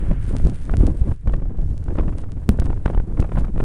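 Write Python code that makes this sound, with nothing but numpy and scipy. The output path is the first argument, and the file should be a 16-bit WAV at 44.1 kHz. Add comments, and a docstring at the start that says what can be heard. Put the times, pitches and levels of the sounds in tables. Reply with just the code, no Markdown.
"""A small camera held in a blizzard, heard through its wind-battered microphone.
From the start, gusts heave and flutter the membrane, fine crackle tears at the port over a far roar, and
snow hisses past: all shaped noise, with random small dips for eddies and tiny random contacts for grains.
Soon hard shoves swing the membrane in and back, and strong eddies suck it in and shed puffs of turbulence.
Late on comes one hard knock, a decaying low ring. The input clips the loudest swings."""
import sys
import numpy as np
from scipy.fft import rfft, irfft, next_fast_len
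from scipy.io import wavfile
from scipy.ndimage import map_coordinates

SR = 44100
rng = np.random.default_rng(int(sys.argv[2]) if len(sys.argv) > 2 else 0)


def generate_wav(sig):
    """Save sig (samples, or channels by samples) to the path in sys.argv[1] as 16-bit PCM at SR."""
    pcm = np.round(np.clip(np.atleast_2d(sig).T, -1, 1) * 32767).astype(np.int16)
    wavfile.write(sys.argv[1], SR, pcm)


N = 160524  # samples

# Spectra give relative levels: noise made from them is brought to rms 1.
# Gusts over time: start_s, heave_level_db, flutter_level_db
GUST_LEVELS = [(0, -21, -38.5), (.12, -15.5, -24), (.16, -22.5, -37), (.26, -16.5, -38.5), (.31, -19, -27),
               (.42, -18, -35), (.47, -11.5, -25.5), (.56, -22.5, -43), (.65, -23.5, -40.5),
               (.68, -17, -35.5), (.8, -15, -24.5), (.92, -12, -28.5), (.94, -25.5, -38),
               (1.12, -12, -30.5), (1.145, -29, -54), (1.23, -31, -51), (1.26, -21, -33),
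               (1.45, -21.5, -34.5), (1.54, -28.5, -41), (1.6, -19, -36), (1.85, -18, -39.5),
               (1.9, -17.5, -28.5), (2.16, -16.5, -35.5), (2.2, -23.5, -39), (2.46, -22, -42.5),
               (2.51, -16, -25), (2.57, -23.5, -35.5), (2.65, -16.5, -29.5), (2.83, -24.5, -40.5),
               (2.9, -20.5, -31), (3.06, -26.5, -43), (3.22, -15, -28), (3.27, -24.5, -38),
               (3.39, -19, -26.5), (3.52, -25.5, -43.5), (3.64, -13.5, -25)]
# Spectrum of the slow heaves: frequency_hz, density_db (per Hz)
HEAVE_SPECTRUM = [(3, 4), (14, 2), (42, 0.5), (160, -15.5), (300, -69.5)]
# Spectrum of the flutter: frequency_hz, density_db (per Hz)
FLUTTER_SPECTRUM = [(60, -24.5), (150, -1), (300, -5.5), (600, -22), (1500, -39.5), (5000, -68.5)]
HEAVE_LUMPS_DB, FLUTTER_LUMPS_DB = 2, 3  # depth of the random swells, per unit of wobble

# Small eddies: how many, level over the flutter, spread of levels, middle width
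SWIRLS_PER_S, SWIRL_DB, SWIRL_SPREAD_DB, SWIRL_MS = 160, 1, 5, 0.9
TIP = 0.43  # rounding of an eddy dip's point, in widths

# Spectrum of turbulence, in eddy puffs and crackle: frequency_hz, density_db (per Hz)
TURBULENCE_SPECTRUM = [(200, -4), (600, -1.5), (1500, -13), (3000, -27.5), (8000, -61)]
# Crackle: level against the flutter, gain reached at the end, depth of its rags per unit of wobble
CRACKLE_DB, CRACKLE_GAIN_DB, CRACKLE_LUMPS_DB = -23, 12.5, 9.5
# Spectrum of the far wind: frequency_hz, density_db (per Hz)
ROAR_SPECTRUM = [(300, -7), (1600, 8), (3200, -6), (6000, -38)]
# Far wind over time, before its random swell: start_s, level_db
ROAR_LEVELS = [(0, -50.5), (1.2, -68), (3.64, -71)]

# Snow hiss over time, before it follows the gusts and flickers: start_s, level_db
SNOW_LEVELS = [(0, -61.5), (.4, -59), (1.1, -64), (1.5, -78.5), (2.0, -68), (2.6, -67), (3.64, -66.5)]
# Spectrum of the snow hiss: frequency_hz, density_db (per Hz)
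HISS_SPECTRUM = [(300, -21), (1500, 6), (3500, -1), (6000, -14.5), (9000, 2), (11000, -4)]
HISS_FOLLOWS = 0.31  # dB of hiss for each dB of flutter
HISS_SWELL_DB, HISS_FLICKER_DB = 2.5, 3.6  # slow and quick patchiness, per unit of wobble
# Strong grain ticks, before the case colours them: start_s, level_db
TICK_EVENTS = [(0.3656, -23.5), (0.4506, -32), (0.4703, -30), (0.4973, -31), (0.7134, -33), (0.7688, -24.5),
               (0.8671, -23.5), (1.276, -37), (1.7782, -35.5), (1.8402, -35.5), (2.1834, -32),
               (2.3189, -33.5), (2.599, -21.5), (2.6569, -32), (2.8598, -33), (3.2021, -25.5),
               (3.2134, -35)]
# Response of the case to a tick: frequency_hz, gain_db
TICK_RESPONSE = [(300, 13), (1500, 11.5), (11000, 7)]
GRAINS_PER_S, GRAIN_DB, GRAIN_SPREAD_DB = 150, 9, 4.5  # faint grains: level over the hiss, spread

# Hardest shoves, before the membrane's swing (the pair at 2.495 s is the knock's jolt): centre_s, depth_db,
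# width_ms
SHOVE_EVENTS = [(0.093, -3.5, 4.8), (.275, -5, 6), (0.45, -3.5, 2.9), (0.466, -1.5, 4.7),
                (0.783, -6.5, 1.26), (0.807, 3, 2), (0.856, -2, 2.5), (1.017, 0.5, 2), (1.279, -3.5, 3.5),
                (1.345, -6.5, 6.3), (1.595, -2, 5.5), (1.992, -7.5, 6.5), (2.495, -9.5, 0.98),
                (2.4974, -1, 1.64), (2.599, -3, 2.1), (2.859, -6.5, 2.3), (2.977, -0.5, 4.2),
                (3.199, 1, 1.86), (3.43, -2.5, 6)]
REBOUND_HZ, REBOUND_WIDTH_HZ = 19.4, 31.8  # the membrane's resonance and its damping

# Strong eddies, a reference level for both dip and puff: start_s, level_db
EDDY_EVENTS = [(0.111, -25.5), (.398, -31), (0.695, -26.5), (0.738, -20.5), (1.115, -27), (1.275, -22.5),
               (1.294, -28.5), (1.337, -22), (1.588, -35.5), (1.882, -31.5), (1.955, -30), (1.985, -19),
               (1.997, -21.5), (2.007, -28), (2.082, -29), (2.092, -28), (2.239, -33), (2.588, -25),
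               (2.62, -23.5), (2.701, -21.5), (2.73, -29), (2.762, -34), (2.859, -15.5), (2.88, -24),
               (2.9, -23.5), (2.947, -27.5), (2.975, -24.5), (3, -26), (3.173, -34), (3.198, -26),
               (3.226, -23.5), (3.292, -32.5), (3.318, -27), (3.371, -23), (3.385, -21.5), (3.445, -29.5),
               (3.56, -29), (3.578, -25.5), (3.602, -21)]
EDDY_DB, SPLASH_DB = 10, -4  # dip and puff against the listed level
EDDY_MS = 0.68  # middle width of the dips
SPLASH_RISE_S, SPLASH_LUMPS_DB = 0.003, 6  # swell of the puff, its raggedness per unit of wobble

KNOCK_S, KNOCK_DB, KNOCK_HZ, KNOCK_T60_S = 2.4913, -3, 209.5, 0.051

BASS_HZ, PORT_HZ = 2, 10600  # low cut; where the covered port halves airborne sound
CLIP_UP, CLIP_DOWN = 0.705, 0.66  # full scale is 1
TOP_HZ = 16800  # band limit


def amp(db):
    """Decibels to linear amplitude."""
    return 10 ** (np.asarray(db) / 20)


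def unit(x):
    """Scales a signal to rms 1."""
    return x / np.sqrt(np.mean(x ** 2) + 1e-20)


def along(points, hz):
    """Reads a frequency curve on a log axis."""
    f, v = np.transpose(points)
    return np.interp(np.log(hz + 1), np.log(f + 1), v)


def curves(rows):
    """One value per sample for each column after the time."""
    s, *cols = np.transpose(rows)
    return [np.interp(np.arange(N) / SR, s, c) for c in cols]


def wobble(rate):
    """A smooth random curve through rate knots a second."""
    knots = rng.standard_normal(int(N * rate / SR) + 4)
    return map_coordinates(knots, [np.arange(N) * rate / SR])


def filtered(x, response):
    """Shapes x by a response of frequency."""
    m = next_fast_len(N + SR // 2)
    return irfft(rfft(x, m) * response(np.fft.rfftfreq(m, 1 / SR)), m)[:N]


def noise(spectrum):
    """Coloured noise of rms 1."""
    return unit(filtered(rng.standard_normal(N), lambda hz: amp(along(spectrum, hz))))


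def laid(times, shapes, lead):
    """Sums one row of samples per event, starting lead samples before its time."""
    at = np.round(times * SR).astype(int)[:, None] + np.arange(shapes.shape[1]) - lead
    ok = (at >= 0) & (at < N)
    return np.bincount(at[ok], shapes[ok], N)


def dips(times, level_db, width_ms, tip):
    """Drops of pressure with a rounded point and steep sides."""
    t = np.arange(-900, 900) / SR
    widths_s = np.abs(width_ms)[:, None] / 1000
    u = np.hypot(t / widths_s, tip) - abs(tip)
    return laid(times, -amp(level_db)[:, None] * np.exp(-u - 0.12 * u * u), lead=900)


def bursts(times, level_db, peak_s, air):
    """Puffs cut from turbulent air that swell to a peak and die, each at its own level."""
    u = np.arange(SR // 20) / SR / peak_s
    swell = (u * np.exp(1 - u)) ** 2
    cuts = (times * SR).astype(int)[:, None] + np.arange(len(u))
    puffs = swell * air[cuts % N]
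    # give every puff the energy of its swell, however loud the air it was cut from
    even = np.linalg.norm(swell) / np.linalg.norm(puffs, axis=1, keepdims=True)
    return laid(times, amp(level_db)[:, None] * puffs * even, lead=110)


def wind():
    """Slow heaves, lumpy flutter and a swarm of small eddy dips, all following the gusts."""
    heave_db, flutter_db = curves(GUST_LEVELS)
    heave = amp(heave_db) * unit(amp(HEAVE_LUMPS_DB * wobble(14)) * noise(HEAVE_SPECTRUM))
    lumps_db = FLUTTER_LUMPS_DB * (wobble(25.08) + 1.33 * wobble(90))
    flutter = amp(flutter_db) * unit(amp(lumps_db) * noise(FLUTTER_SPECTRUM))

    draw = rng.random((int(SWIRLS_PER_S * N / SR), 3))  # place, size, width
    s = draw[:, 0] * (N - 1) / SR
    local_db = flutter_db[(s * SR).astype(int)]
    size_db = local_db + SWIRL_DB - SWIRL_SPREAD_DB * np.log(draw[:, 1] + 1 / 20)  # few are large
    width_ms = SWIRL_MS * np.exp(1.37 * (draw[:, 2] - 0.5))
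    return heave + flutter + dips(s, size_db, width_ms, TIP)


def crackle():
    """Fine turbulence tears at the port in short rags, more as the camera turns into the wind."""
    level_db = curves(GUST_LEVELS)[1] + CRACKLE_DB + CRACKLE_GAIN_DB * np.arange(N) / N
    lumps = np.minimum(wobble(90) + 1.4 * wobble(300), 2.5)
    rags = unit(amp(CRACKLE_LUMPS_DB * lumps) * noise(TURBULENCE_SPECTRUM))
    return amp(level_db) * rags


def roar():
    """Far wind: broad noise with a gentle random swell."""
    level_db = curves(ROAR_LEVELS)[0] + 0.81 * wobble(7.5)
    return amp(level_db) * noise(ROAR_SPECTRUM)


def snow():
    """Grains tick on the case as brief chatter, over a patchy hiss of passing snow."""
    flutter_db = curves(GUST_LEVELS)[1]
    hiss_db = curves(SNOW_LEVELS)[0] + HISS_FOLLOWS * (flutter_db - flutter_db.mean())
    hiss_db = hiss_db + HISS_SWELL_DB * wobble(10) + HISS_FLICKER_DB * wobble(35.1)
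    hiss = amp(hiss_db) * noise(HISS_SPECTRUM)

    draw = rng.random((int(GRAINS_PER_S * N / SR), 2))  # place, size
    s = draw[:, 0] * (N - 1) / SR
    local_db = hiss_db[(s * SR).astype(int)]
    size_db = local_db + GRAIN_DB - GRAIN_SPREAD_DB * np.log(draw[:, 1] + 1 / 20)

    big_s, big_db = np.transpose(TICK_EVENTS)
    times = np.r_[big_s + 0.001, s]
    level = amp(np.r_[big_db, size_db])[:, None]
    # a few samples of chatter: random signs, 9 dB weaker each sample
    contact = level * amp(-9 * np.arange(12)) * rng.choice([-1, 1], (len(level), 12))
    ticks = filtered(laid(times, contact, lead=0), lambda hz: amp(along(TICK_RESPONSE, hz)))
    return hiss + ticks


def shoves():
    """The hardest gusts drive the membrane in, and the knock jolts it in at 2.495 s; as a damped spring it
    swings back past rest."""
    s, db, ms = np.transpose(SHOVE_EVENTS)

    def spring(hz):
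        return -hz * hz / (REBOUND_HZ ** 2 - hz * hz + 1j * hz * REBOUND_WIDTH_HZ)

    return filtered(dips(s, db, ms, tip=0.87), spring)


def eddies():
    """Each strong eddy sucks the membrane in and sheds a ragged puff of turbulence."""
    s, db = np.transpose(EDDY_EVENTS)
    air = amp(SPLASH_LUMPS_DB * wobble(250)) * noise(TURBULENCE_SPECTRUM)
    puffs = bursts(s, db + SPLASH_DB, SPLASH_RISE_S, air)
    width_ms = EDDY_MS * np.exp(0.33 * rng.standard_normal(len(s)))
    return dips(s + 0.001496, db + EDDY_DB, width_ms, TIP) + puffs


def knock():
    """The case jumps: a step in pressure that rings out low."""
    t = np.arange(SR // 10) / SR
    ring = amp(KNOCK_DB - 60 * t / KNOCK_T60_S) * np.cos(2 * np.pi * KNOCK_HZ * t - 0.6)
    return laid(np.array([KNOCK_S]), ring[None], lead=0)


def scene():
    """Airborne sound passes the covered port; the knock comes through the case, past the port."""
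    air = wind() + crackle() + roar() + snow() + shoves() + eddies()

    def port(hz):
        low_cut = 1j * hz / (BASS_HZ + 1j * hz)
        return low_cut / (1 + (hz / PORT_HZ) ** 30)

    return (filtered(air, port) + knock())[None]


def record(dry):
    """The input clips a little sooner on the negative side; nothing passes above the band limit."""
    def edge(hz):
        return np.clip((TOP_HZ - hz) / 600, 0, 1) ** 2

    return filtered(np.clip(dry[0], -CLIP_DOWN, CLIP_UP), edge)[None]


dry = scene()
out = record(dry)
generate_wav(out)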